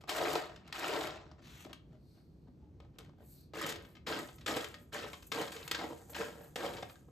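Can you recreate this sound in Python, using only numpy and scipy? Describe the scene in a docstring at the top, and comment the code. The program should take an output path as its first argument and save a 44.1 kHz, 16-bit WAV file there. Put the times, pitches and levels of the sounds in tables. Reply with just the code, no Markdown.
"""Cat raking its litter box

Pellets rattle in a plastic box: two long strokes, a pause with a wiped wall, then a run of quick strokes.
Each stroke is a shower of tiny random collisions; pressing deeper drums the hollow tray.
Claws and single pellets knock as short noise bursts, soft feet ring one dull note of the tray,
and paw, coat and fur hiss as coloured noise. A small room adds a short tail and a low rumble,
and a phone's two channels share their treble.
"""
import sys
import numpy as np
from scipy import signal
from scipy.fft import rfft, irfft, next_fast_len
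from scipy.io import wavfile
from scipy.ndimage import uniform_filter1d

SR = 44100
rng = np.random.default_rng(int(sys.argv[2]) if len(sys.argv) > 2 else 0)


def digitize_waveform(pressure):
    """Quantize a signal to 16-bit integers and store it at the path in sys.argv[1].

    Rows of a 2-D input are taken as channels; values are limited to [-1, 1].
    """
    field = np.atleast_2d(pressure).T
    bounded = np.clip(field, -1, 1)
    quanta = np.round(bounded * 32767).astype(np.int16)
    wavfile.write(sys.argv[1], SR, quanta)


N = 313545

# All table levels are relative: mixing, and scaling each spectrum to power 1, come later.
# claws and single pellets knocking on the box: t/s, clatter level/dB,
# tray drumming above it/dB, fine crackle above it/dB, decay/s
CLAW_KNOCKS = [(0.008, -63, 3.5, -5.5, 0.012), (0.037, -63, 11.5, -13, 0.002),
               (0.091, -35, -6.5, -4.5, 0.016), (0.1611, -45.5, -16, 3.5, 0.0087),
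               (0.18, -39, -18, -8, 0.0062), (0.3302, -47, -16.5, 3, 0.0019),
               (0.353, -35.5, 7, -30, 0.0042), (0.5596, -56, -11, -16, 0.0033),
               (0.677, -58.5, -19, -6, 0.0013), (0.7251, -41.5, -20, -13, 0.0033),
               (0.792, -49, -20, 0, 0.00087), (0.878, -53, -14, 9, 0.003), (0.9352, -43.5, 1, -19, .0014),
               (0.9595, -46, -8, -17, 0.0026), (1.009, -43.5, -15, -32, 0.00047),
               (1.0346, -47, -21, -23, 0.0012), (1.0707, -45, -14, -7, 0.00075),
               (1.1058, -51.5, -13, -21, 0.0011), (1.157, -58, 12.5, -11, 0.0042),
               (1.2128, -64, -4, -27, 0.0027), (1.314, -62, 3.5, -48, 0.00098),
               (1.648, -56, 0.5, -23, 0.0022), (1.695, -66.5, 12.5, -24, 0.0022),
               (1.7297, -49.5, -11, -8.5, 0.0021), (1.929, -81, 14, -4, 0.0011),
               (2.801, -63.5, 7.5, -15, 0.0015), (2.851, -84, 19, -17, .002),
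               (2.985, -53.5, -2.5, -1, 0.0023), (3.007, -65, 6, -16, 0.0024), (3.0464, -70, 2, -5, 0.002),
               (3.06, -73, 11, -11, .0015), (3.092, -74, 16.5, -30, 0.0016), (3.131, -86, 21, -28, .002),
               (3.535, -54.5, 10, -12, 0.0046), (3.556, -58, 6, -18, .002), (3.6133, -48.5, -6, 3, 0.0037),
               (3.6605, -45, -19, 4, 0.013), (3.689, -39.5, -16, -1, 0.017),
               (3.722, -44.5, -25, -5.5, 0.0021), (3.758, -50.5, -13, -7, 0.0022),
               (3.848, -60, -10, -33, 0.004), (3.951, -59.5, -6, -21, 0.0046),
               (3.966, -62.5, -1, -23, 0.0087), (4.066, -38, -1, -12.5, 0.028),
               (4.164, -55, 6, -12, 0.0021), (4.189, -52, -1, 1, .002), (4.2852, -57, 3, -24, 0.0052),
               (4.383, -62, -14, -16, 0.0033), (4.409, -58, -25, -18, 0.0079),
               (4.4611, -38, -8, -8, 0.0059), (4.476, -39, -34, -7, 0.0069),
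               (4.563, -42.5, -3, -1.5, 0.0092), (4.605, -46, -39, -19, 0.004),
               (4.6425, -43.5, -28, -6, 0.0029), (4.7413, -50, -6, -13, 0.0057), (4.927, -49, 2, -3, 0.014),
               (4.941, -59, -19, 11.5, 0.0025), (4.9705, -59, -12, 1, 0.0038),
               (4.9982, -55, -3, -20, 0.0024), (5.023, -62, -15, 2, 0.0018),
               (5.04, -52.5, 11.5, -16, 0.0055), (5.1316, -48, -6, -10, 0.0017),
               (5.224, -57.5, -4, -4, 0.0048), (5.317, -35.5, -2.5, -10, 0.0067),
               (5.414, -45, 6.5, -1, 0.0022), (5.478, -48, 3, -10, 0.0031), (5.5181, -48.5, -5, -2, 0.0087),
               (5.563, -49, -5, -7, 0.0044), (5.598, -60, -14, -14, .003), (5.628, -53.5, -19, -20, 0.0022),
               (5.6776, -43, -18, -3.5, 0.0017), (5.7121, -32.5, -8.5, -6.5, 0.0028),
               (5.7456, -36, -9.5, -18, 0.0076), (5.788, -47.5, 7, -20, 0.0057),
               (5.8993, -69, 13, -22.5, .002), (6.0956, -66.5, 11, -4, .002),
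               (6.132, -56, -13, -23, 0.0018), (6.1457, -44, -5, -26, 0.0072),
               (6.281, -60, 13, -23, 0.0033), (6.5575, -40, 1.5, -4.5, 0.0047),
               (6.653, -52, -3, -4, 0.0042), (6.676, -60, 2, -25, .003), (6.704, -68, 15, -23, 0.004),
               (6.734, -52, -9, -6, 0.0044), (6.7674, -49, -9, -29, 0.0046), (6.782, -52, 8, -27, 0.006),
               (6.8249, -47.5, 9.5, -17, 0.0036), (6.896, -58.5, 1, -10, 0.0022),
               (7.083, -83, 25, -25, 0.0019)]
# the cat puts its weight on the tray: t/s, level/dB, f/Hz, decay/s
FOOTSTEPS = [(1.656, -34, 325, 0.0027), (1.667, -49, 225, 0.0056), (1.739, -52, 277, 0.0076),
             (2.484, -48.5, 240.5, 0.0093), (2.625, -70, 866, 0.018), (2.667, -73, 840, 0.018),
             (3.636, -47.5, 152, 0.018), (4.081, -53, 174, 0.017), (5.397, -60, 213, 0.096),
             (6.194, -47, 226, 0.021), (6.31, -58, 173, 0.034), (6.75, -51, 117, 0.013)]
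# resonances of the tray and its hood: f/Hz (before a small random shift), width/Hz, left minus right/dB,
# then the level/dB (before a random change) at the far wall, by the rim and at the side
BOX_RESONANCES = [(330, 48, -6.5, 14.5, 18, 14.5), (436, 52, 5.5, -1.5, 6, -2.5),
                  (475, 36, -5, -10.5, 9.5, 13.5), (564, 27, -1.5, -6.5, 11, 13.5),
                  (617, 60, 7, 5, -13, -23), (720, 83, -2, 9.5, 6.5, 8.5), (854, 13, 2, -5.5, 3.5, -36),
                  (924, 13, 2, -8.5, -9, 5.5), (1006, 44, 3, -8, 0.5, -4.5), (1276, 86, 0.5, 2.5, 6, 3.5),
                  (1585, 58, 1, -4.5, 2, 6.5), (1843, 34, -9, 3.5, 2.5, -6),
                  (2190, 230, 13.5, -14.5, -10, -11.5), (3072, 57, 9, -20, -2.5, -4.5)]
# spectrum of the tray's drumming at the far wall: f/Hz, level/dB
FAR_DRUM_SPECTRUM = [(60, -27.5), (150, -3), (240, -12), (310, -1.5), (480, 3), (620, 4), (780, -4),
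                     (1000, 1), (1500, -12), (4000, -101)]
# spectrum of the tray's drumming by the rim and at the side: f/Hz, level/dB
NEAR_DRUM_SPECTRUM = [(50, -40), (100, -0.5), (160, -1.5), (230, 0.5), (290, -5.5), (500, 0), (780, 0.5),
                      (1050, 0.5), (1500, -11), (4000, -69.5)]
# spectrum of loose pellets clattering: f/Hz, level/dB
CLATTER_SPECTRUM = [(400, -30), (750, -2), (1000, 1), (1400, 0), (1900, 1), (2600, 1), (3600, -0.5),
                    (5250, -4.5), (6000, -11), (7500, -11), (14000, -59.5)]
# spectrum of the fine crackle: f/Hz, level/dB
CRACKLE_SPECTRUM = [(2500, -35.5), (4400, -3), (5600, -6), (6800, 2.5), (8000, 2), (9500, 1.5),
                    (11500, -1.5), (15500, -5.5)]
# spectrum of a hard knock on the plastic: f/Hz, level/dB
TAP_SPECTRUM = [(400, -29), (750, -19), (1100, -1.5), (2000, 1), (3500, 4), (5300, -1.5), (6200, -12),
                (7500, -10.5), (14000, -54.5)]
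# spectrum of the rubbing paw: f/Hz, level/dB
RUB_SPECTRUM = [(400, 14), (1200, 17), (2500, 19), (3700, 12), (4500, 10.5), (6000, 8.5), (7500, -3),
                (14000, -22)]
# spectrum of the swishing fur: f/Hz, level/dB
SWISH_SPECTRUM = [(2500, -6), (5000, -10), (8000, 5.5), (12000, 9.5), (15500, 6.5)]
# spectrum of the brushing coat: f/Hz, level/dB
BRUSH_SPECTRUM = [(1500, -13.5), (2050, -22), (2400, -9), (3000, -18), (3850, -4), (4400, 3), (5000, -6),
                  (7000, -20.5), (8600, -11), (12400, -13.5), (15000, -19)]
# spectrum of the quiet room: f/Hz, level/dB
RUMBLE_SPECTRUM = [(20, -52), (30, -31), (38, -18), (52, -4.5), (72, 0), (118, -6), (150, -1.5), (200, -9),
                   (330, -11.5), (480, -22), (800, -33), (1600, -44.5), (4300, -50), (7000, -57.5),
                   (15000, -63.5)]
# phase by which the left channel leads: f/Hz, phase/half turns
LEFT_LEAD = [(0, 0), (1400, .05), (3000, .33), (4000, .1), (5000, .04), (5600, -.15), (6300, 0), (7500, 0),
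             (8700, -.5), (9600, -.95), (10500, -1.05), (11200, -1.4), (11900, -2), (13500, -2),
             (14300, -2.5), (15200, -3), (16000, -3)]
# clumps of pellets giving way under a raking paw or a resettling foot: t/s, clatter level/dB,
# tray drumming above it/dB, half length/s
PELLET_SLIDES = [(0.25, -42, 0, 0.015), (0.683, -61.5, 0, 0.026), (0.759, -49, -11.5, 0.016),
                 (0.846, -39, 0, 0.024), (1.395, -64, 6, 0.008), (1.667, -62.5, 13, 0.0047),
                 (1.711, -58, 5, 0.007), (1.745, -80, 3, 0.014), (1.941, -75.5, 10, 0.021),
                 (2.185, -76, 5, 0.025), (2.48, -76, 16, 0.0064), (2.662, -87, 7.5, 0.028),
                 (2.838, -73.5, 10, 0.019), (2.959, -76, 10, 0.016), (3.215, -73, 10.5, 0.028),
                 (3.628, -41, -16, 0.032), (4.126, -41, 3, 0.015), (4.181, -47, -6, 0.0095),
                 (4.427, -70.5, 5, 0.039), (4.508, -38.5, 7.5, 0.0076), (4.568, -42.5, 10.5, 0.0091),
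                 (5.145, -45, -19, 0.0048), (5.828, -49.5, 12.5, 0.02), (5.917, -56, 14.5, 0.012),
                 (6.007, -69, 12.5, 0.022), (6.119, -69.5, 14, 0.028), (6.386, -63, 9, 0.076),
                 (6.906, -59.5, -3, 0.011), (6.959, -61, -13, 0.003)]
# fur swishing past the wall as the paw reaches forward again: t/s, level/dB, half length/s
FUR_SWISHES = [(3.324, -64.5, 0.056), (3.41, -68, 0.0025), (3.883, -74, 0.051), (4.36, -66, 0.0078),
               (4.822, -70, 0.021), (5.274, -52, 0.0038), (5.654, -60, 0.018), (6.103, -53, 0.0038),
               (6.118, -56.5, 0.011), (6.444, -66.5, 0.047), (6.914, -62.5, 0.014)]
# coat brushing the hood as the cat turns: t/s, level/dB, half length/s
COAT_BRUSHES = [(2.135, -79.5, 0.067), (2.24, -87.5, 0.27), (3.345, -77.5, 0.066), (3.405, -75, 0.047)]
# paw strokes through the litter: t/s, deepest after/s, half length of the scoop/s, lifts after/s,
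# clatter level/dB, drumming of the scoop above it/dB, fine crackle above it/dB,
# clatter settling/dB per s, crackle settling/dB per s
PAW_STROKES = [(0.073, 0.173, 0.074, 0.3, -40.5, 5.5, -6.5, 113, 180),
               (0.733, 0.22, 0.076, 0.32, -43, 6.5, -6, 103, 266),
               (2.985, 0.0106, .01, 0.05, -67.5, 12, -12, 247, 200),
               (3.538, 0.1, 0.077, 0.15, -44.5, 3, -8, 115.5, 148),
               (4.062, 0.04, 0.072, 0.11, -42, 2, -7.5, 155.5, 82),
               (4.459, 0.029, 0.052, 0.12, -40, 1.5, -8, 141, 96),
               (4.918, 0.04, 0.092, 0.11, -43, -6, -12, 158.5, 29),
               (5.324, 0.065, 0.03, 0.099, -42, 8, -6, 150, 108),
               (5.516, 0.027, 0.016, 0.013, -48.5, -16, -4, 50, 86),
               (5.717, 0.12, 0.024, 0.1, -47.5, 6, -9, 123.5, 20),
               (6.141, 0.068, 0.014, 0.077, -43, 8, -7.5, 143, 83),
               (6.561, 0.091, 0.076, 0.099, -45, 6, -6, 89, 58)]
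# the cat digs at the far wall, turns to the rim, then works along the side:
# from t/s, until t/s, spot (0 far wall, 1 rim, 2 side)
DIGGING_SPOTS = [(0, .65, 0), (.65, 2.3, 0), (2.3, 4.03, 1), (4.03, 4.44, 1), (4.44, 4.89, 1),
                 (4.89, 5.25, 1), (5.25, 5.66, 2), (5.66, 6.08, 2), (6.08, 6.53, 2), (6.53, 8, 2)]

# a stroke lands, sinks to its deepest point, then eases up as the paw draws back
LANDING_S = 0.016
SHALLOW_CLATTER_DB, SHALLOW_CRACKLE_DB = -3, -3  # at the surface, against the deepest point
EASED_DB, EASED_CRACKLE_DB = -3, -1.5  # as the paw lifts, against the deepest point
SINKING_DRUM_DB, DRAG_DRUM_DB = -12, 1.5  # drumming outside the scoop: extra at the surface, while dragging
DRUM_SETTLES = 0.81  # share of the clatter's settling rate
CATCH_DB, CATCH_PER_S = 0.2, 60  # the dragged paw catches and slips

# the pellets: dry collisions, pitched clinks, stray pellets flicked against the wall
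DRY_DB, CLINK_DB = -2, -7.5
CLINKS_PER_S, CLINK_SPREAD_DB = 600, 3.1
CLINK_LOW_HZ, CLINK_HIGH_HZ = 850, 5500
CLINK_RING_S = 0.0025  # for a clink at 2000 Hz
STRAY_PER_S, STRAY_DB, STRAY_RING_S = 36, -51, 0.008  # rate and level at the strokes' loudest
STRAY_FOLLOWS = 1  # dB the strays fall for each dB of the stroke
EDGE_SIDE_DB = -2  # stereo width of the crackle
HEAP_SHIFT_DB = 2.4  # how much the shifting heap varies the colour of the clatter

# the box: drumming level, and how each resonance changes from reach to reach
TRAY_DB = -4
MODE_SHIFT, MODE_VARIES_DB = 0.014, 1.3  # share of pitch; level

# a soft paw slides over the wall, its hiss brightening
WIPE_S, WIPE_LENGTH_S, WIPE_ATTACK_S, WIPE_RELEASE_S = 1.41, 0.22, 0.037, 0.031
WIPE_DB, WIPE_HISS_DB, WIPE_BRIGHTENS_DB_PER_S = -63.5, -11.5, 37
# a broad band in the hiss of the pads sinks as they slow
WIPE_BAND_HZ, WIPE_BAND_SINKS_HZ_PER_S, WIPE_BAND_WIDTH_HZ, WIPE_BAND_DB = 4200, 5500, 1300, -4

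RUMBLE_DB, RUMBLE_WAVER_DB = -58.6, 1.6
SWISH_ROUGH_DB = 2.2  # how grainy the swishes are
MONO_HZ, TOP_HZ = 5900, 15750  # above the first both channels are alike; above the second all is cut

TIME = np.arange(N) / SR
SIZE = next_fast_len(N + SR, True)
FREQ = np.maximum(np.fft.rfftfreq(SIZE, 1 / SR), 1)
LEFT_RIGHT = np.array([[1], [-1]])  # opposite signs for the two sides


def undb(db):
    """Turn decibels into gain."""
    return np.exp(np.asarray(db) * (np.log(10) / 20))


def unit(x):
    """Scale to rms 1."""
    return x / np.sqrt(np.mean(np.abs(x) ** 2))


def colour(points):
    """Filter of power 1 through (Hz, dB) points that never sounds before its input."""
    hz, db = np.transpose(points)
    level_db = np.interp(np.log(FREQ), np.log(hz), db)
    cepstrum = irfft(np.log(undb(level_db)), SIZE)
    # folding the second half onto the first gives minimum phase
    cepstrum[1:SIZE // 2] *= 2
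    cepstrum[SIZE // 2 + 1:] = 0
    return unit(np.exp(rfft(cepstrum)))


def through(x, response):
    """Pass a sound through a frequency response."""
    spectrum = rfft(x.astype(np.float32), SIZE)
    return irfft(spectrum * response.astype(np.complex64), SIZE)[..., :N]


def stereo_noise(count, side_db):
    """White noise for two ears, partly alike."""
    mid, side = rng.standard_normal((2, count))
    return unit(mid + undb(side_db) * side * LEFT_RIGHT)


def swell(s, half_s):
    """A smooth rise and fall around a moment."""
    return np.exp(-np.minimum(((TIME - s) / half_s) ** 2, 50) / 2)


def rumble():
    """The quiet house: a low rumble alike on both sides, wavering a little, under a very faint wide hiss."""
    mid, side = through(rng.standard_normal((2, N)), colour(RUMBLE_SPECTRUM))
    side_db = np.interp(np.log(FREQ), np.log([100, 1000]), [-17, -3])
    side = through(side, undb(side_db))
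    drift = unit(uniform_filter1d(rng.standard_normal(N), SR // 10))
    waver = undb(RUMBLE_WAVER_DB * drift)
    return undb(RUMBLE_DB) * (mid * waver + side * LEFT_RIGHT)


def knocks(rise_s, rebound_s, rebound_db, side_db, trim_db):
    """Hard contacts, each with a rebound, as bursts of noise that push the clatter, tray and crackle."""
    out = np.zeros((3, 2, N + SR))
    age = np.arange(SR // 25) / SR
    for s, db, drum_db, crackle_db, decay in CLAW_KNOCKS:
        late = age - rebound_s * rng.uniform(.8, 1.2)
        first = np.exp(-age / decay) * (1 - np.exp(-age / rise_s))
        rebound = undb(rebound_db) * (late > 0) * np.exp(-np.abs(late) / decay)
        burst = unit(stereo_noise(len(age), side_db) * (first + rebound)) * undb(db + trim_db)
        start = int(s * SR)
        shares = undb([0, drum_db, crackle_db])[:, None, None]
        out[:, :, start:start + len(age)] += shares * burst
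    return out[:, :, :N]


def box(spot):
    """The hollow box rings at every contact; the digging spot decides which resonances answer, with chance."""
    modes = np.array(BOX_RESONANCES)
    shift, louder = rng.standard_normal((len(modes), 2)).T
    hz, width, pan_db = modes.T[:3]
    hz = hz * (1 + MODE_SHIFT * shift)
    ratio = FREQ.astype(np.float32) / hz.astype(np.float32)[:, None]
    sharpness = (hz / width).astype(np.float32)[:, None]
    responses = 1 / (1 + 1j * (ratio - 1 / ratio) * sharpness)
    gains = undb(modes[:, 3 + spot] + MODE_VARIES_DB * louder + pan_db * LEFT_RIGHT / 2)
    return 1 + gains.astype(np.complex64) @ responses


def strokes():
    """Levels in dB of clatter, drumming and crackle as the paw lands, scoops down and lets pellets settle."""
    power = np.full((3, N), 1e-11)
    for (s, deepest_s, scoop_s, lifts_s, db, scoop_db,
         crackle_db, settle, crackle_settle) in PAW_STROKES:
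        age = TIME - s
        landed = np.clip(age / LANDING_S, 0, 1)
        shallow = 1 - np.clip(age / deepest_s, 0, 1)
        easing = np.clip((age - deepest_s) / lifts_s * 2, 0, 1)
        eased_db = np.outer([EASED_DB, EASED_DB, EASED_CRACKLE_DB], easing)
        after = np.maximum(age - lifts_s, 0)
        clatter = SHALLOW_CLATTER_DB * shallow - settle * after
        drum = DRAG_DRUM_DB + SINKING_DRUM_DB * shallow - DRUM_SETTLES * settle * after
        crackle = crackle_db + SHALLOW_CRACKLE_DB * shallow - crackle_settle * after
        levels_db = db + eased_db + np.array([clatter, drum, crackle])
        power = power + (landed * undb(levels_db)) ** 2
        scoop = undb(db + scoop_db) * swell(s + deepest_s, scoop_s)
        power[1] += (landed * scoop) ** 2
    grip = rng.standard_normal(N // 100)
    catch = np.interp(TIME * CATCH_PER_S, np.arange(len(grip)), grip)
    return 10 * np.log10(power) + CATCH_DB * catch


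def pellets(level_db, rate, crowding, spread_db, ring_s, side_db, count=6):
    """Random collisions in several groups, each with its own brief ring; a harder stroke stirs more."""
    per_s = rate * undb(crowding * (np.maximum(level_db, -70) - level_db.max()))
    age = np.arange(SR // 40) / SR
    out = 0
    for _ in range(count):
        hits = np.flatnonzero(rng.random(N) < per_s / count / SR)
        chance = rng.standard_exponential(N, dtype=np.float32)[hits]
        size = unit(undb(spread_db * np.minimum(chance, 3)))
        sign = np.sign(rng.random(N, dtype=np.float32)[hits] - .5)
        train = np.zeros(N)
        train[hits] = size * sign / np.sqrt(per_s[hits])  # keeps the power even as the rate changes
        ring = stereo_noise(len(age), side_db) * np.exp(-age / ring_s)
        out = out + signal.oaconvolve(train[None], ring, axes=1)[:, :N]
    return unit(out)


def clinks(side_db):
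    """Single pellets click together, each at its own pitch; the high ones die sooner."""
    draws = rng.random((int(CLINKS_PER_S * N / SR), 4), dtype=np.float32)
    when, pitch, strength, side = draws.T[:, :, None]
    age = np.arange(SR // 80, dtype=np.float32) / SR
    hz = CLINK_LOW_HZ + (CLINK_HIGH_HZ - CLINK_LOW_HZ) * pitch ** 1.2
    decay = CLINK_RING_S * np.sqrt(2000 / hz)
    size_db = CLINK_SPREAD_DB * np.minimum(-np.log(1 - strength), 3)
    size = undb(size_db) / np.sqrt(decay)
    grains = size * np.exp(-age / decay) * np.sin(2 * np.pi * hz * age)
    places = ((when * N).astype(int) + np.arange(len(age))).ravel()
    lean = undb(side_db) * (2 * side - 1)
    ears = [np.bincount(places, (grains * (1 + ear * lean)).ravel(), N)[:N] for ear in (1, -1)]
    return unit(np.array(ears))


def cavity(x, depth_db, change_hz, count=14):
    """The paw and the shifting heap keep changing which bands of the box respond."""
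    pitch = np.log(FREQ / 300) / np.log(6000 / 300) * (count - 1)  # band number, from 300 to 6000 Hz
    moments = np.arange(int(N / SR * 100)) / change_hz
    spectrum, out = rfft(x, SIZE).astype(np.complex64), 0
    for weights in np.eye(count):
        wander = np.interp(TIME, moments, undb(depth_db * rng.standard_normal(len(moments))))
        band = np.interp(pitch, np.arange(count), weights).astype(np.float32)
        out = out + irfft(spectrum * band, SIZE)[:, :N] * wander
    return unit(out)


def edges(shower, level_db):
    """In the treble, pellets slide smoothly over each other and now and then an edge snaps."""
    sliding = stereo_noise(N, side_db=EDGE_SIDE_DB)
    snaps = pellets(level_db, rate=9, crowding=0.13, spread_db=4.5, ring_s=0.0027,
                    side_db=EDGE_SIDE_DB, count=4)
    return unit(shower + undb(-5.5) * sliding + undb(-10.0) * snaps)


def strays(level_db):
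    """Stray pellets flicked against the wall, each a short ring, rising and falling with the strokes."""
    hits = pellets(level_db, rate=STRAY_PER_S, crowding=0.3, spread_db=1.5, ring_s=STRAY_RING_S,
                   side_db=-11.0, count=6)
    return hits * undb(STRAY_DB + STRAY_FOLLOWS * (level_db - level_db.max()))


def shuffles(stir, press):
    """Clumps of pellets give way, adding power to the clatter and to the tray's drumming."""
    for s, db, heavy_db, half_s in PELLET_SLIDES:
        slide = undb(db) * swell(s, half_s)
        stir = np.sqrt(stir ** 2 + slide ** 2)
        press = np.sqrt(press ** 2 + (undb(heavy_db) * slide) ** 2)
    return stir, press


def litter():
    """Collisions clatter among the pellets, drum the tray beneath and crackle at their rough edges."""
    level_db, drum_db, crackle_db = strokes()
    stir, press = shuffles(undb(level_db), undb(drum_db))
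    grind = undb(crackle_db)
    shower = pellets(level_db, rate=2800, crowding=.36, spread_db=3.0, ring_s=0.0009,
                     side_db=-5.0, count=8)
    shower = cavity(shower, depth_db=HEAP_SHIFT_DB, change_hz=54.3)
    rough = edges(shower, level_db)
    hard = knocks(rise_s=0.00075, rebound_s=0.0039, rebound_db=-8.0, side_db=-9.0, trim_db=-4.0)
    rattle = stir * (undb(DRY_DB) * shower + undb(CLINK_DB) * clinks(side_db=-6.0))
    taps = hard[0] + strays(level_db)
    push = (shower * press + hard[1]).mean(axis=0)  # long waves reach both sides alike
    # rough edges crackle at the same instants as the clatter, but with a sound of their own
    grit = np.sign(rng.standard_normal(N))
    crackle = (rough * grind + hard[2]) * grit
    heard = undb(-6.0) * rfft(crackle, SIZE) * colour(CRACKLE_SPECTRUM)
    loose, plastic = colour(CLATTER_SPECTRUM), colour(TAP_SPECTRUM)
    far_tray, near_tray = colour(FAR_DRUM_SPECTRUM), colour(NEAR_DRUM_SPECTRUM)
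    for start, end, spot in DIGGING_SPOTS:
        here = (TIME >= start) & (TIME < end)
        ring = box(spot)
        tray = near_tray if spot else far_tray
        layers = (
            (undb(-2.5) * rattle, loose),
            (undb(-2.0) * taps, plastic),
            (undb(TRAY_DB) * push, tray),
        )
        for x, tone in layers:
            heard += rfft((x * here).astype(np.float32), SIZE) * unit(ring * tone)
    return irfft(heard, SIZE)[:, :N]


def wipe(rough_db):
    """Fur and pads hiss over smooth plastic, catching slightly, with a noise band that sinks in pitch."""
    age = TIME - WIPE_S
    moving_s = np.clip(age, 0, WIPE_LENGTH_S)
    release = np.exp(-np.maximum(age - WIPE_LENGTH_S, 0) / WIPE_RELEASE_S)
    touching = np.clip(age / WIPE_ATTACK_S, 0, 1) * release
    hiss_db = WIPE_HISS_DB + WIPE_BRIGHTENS_DB_PER_S * moving_s
    catch = unit(uniform_filter1d(rng.standard_normal(N), SR // 200))
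    friction = stereo_noise(N, side_db=-5.0) * touching * undb(WIPE_DB + rough_db * catch)
    band_hz = WIPE_BAND_HZ - WIPE_BAND_SINKS_HZ_PER_S * moving_s
    grit = uniform_filter1d(rng.standard_normal(N), int(SR / WIPE_BAND_WIDTH_HZ))
    band = unit(grit * np.sin(2 * np.pi * np.cumsum(band_hz) / SR))
    band = band * touching * undb(WIPE_DB + WIPE_BAND_DB)
    rub = through(friction, colour(RUB_SPECTRUM))
    hiss = through(friction * undb(hiss_db), colour(CRACKLE_SPECTRUM))
    return rub + band + hiss


def steps(push_s):
    """A padded foot pushes so softly that it rings just one dull note of the tray."""
    out = np.zeros(N)
    for s, db, hz, decay in FOOTSTEPS:
        age = np.maximum(TIME - s, 0)
        envelope = (1 - np.exp(-age / push_s)) * np.exp(-age / decay)
        out += 2 * undb(db) * envelope * np.sin(2 * np.pi * hz * age)
    return out


def brushes():
    """The coat slides along the hood with a soft, narrow hiss and an airy top."""
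    touch = sum(undb(db) * swell(s, half_s) for s, db, half_s in COAT_BRUSHES)
    return through(stereo_noise(N, side_db=-6.0) * touch, colour(BRUSH_SPECTRUM))


def swishes(rough_db):
    """Fur passing the wall makes brief, very high, slightly grainy hisses."""
    touch = sum(undb(db) * swell(s, half_s) for s, db, half_s in FUR_SWISHES)
    grain = unit(uniform_filter1d(rng.standard_normal(N), SR // 300))
    catch = unit(undb(rough_db * grain))
    return through(stereo_noise(N, side_db=-4) * touch * catch, colour(SWISH_SPECTRUM))


def room(x, wet_db, t60_low, t60_high, split_hz, first_s):
    """Near walls and furniture return a short diffuse tail, the treble dying first."""
    age = np.arange(SR // 2) / SR
    noise = stereo_noise(len(age), side_db=-3.5)
    low = signal.sosfilt(signal.butter(2, split_hz, fs=SR, output="sos"), noise)
    high = signal.sosfilt(signal.butter(2, split_hz, "high", fs=SR, output="sos"), noise)
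    # 1000 times weaker (60 dB) after each t60, in seconds
    tail = low * 1000 ** (-age / t60_low) - high * 1000 ** (-age / t60_high)
    tail = tail * (age > first_s)
    return x + undb(wet_db) * through(x, rfft(unit(tail) / np.sqrt(len(age)), SIZE))


def scene():
    """Add up the cat's sounds, a little to the left, in the room over its rumble."""
    left_db = 1.33
    cat = litter() + wipe(rough_db=2.5) + swishes(SWISH_ROUGH_DB) + brushes() + steps(push_s=0.0034)
    cat = cat * undb([[left_db], [-left_db]])
    heard = room(cat, wet_db=-8.0, t60_low=0.35, t60_high=0.16, split_hz=3260, first_s=0.00517)
    return heard + rumble()


def record(dry):
    """The phone feeds both channels the left treble, turns the phase between them and cuts the top."""
    spectrum = rfft(dry, SIZE)
    shared = 1 / (1 + (MONO_HZ / FREQ) ** 48)
    spectrum = spectrum * np.sqrt(1 - shared) + spectrum[0] * np.sqrt(shared) * undb(1.0)
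    hz, half_turns = np.transpose(LEFT_LEAD)
    spectrum[0] *= np.exp(1j * np.pi * np.interp(FREQ, hz, half_turns))
    top = signal.ellip(12, .2, 70, TOP_HZ, fs=SR, output="sos")
    return signal.sosfilt(top, irfft(spectrum, SIZE)[:, :N])


dry = scene()
out = record(dry)
digitize_waveform(out)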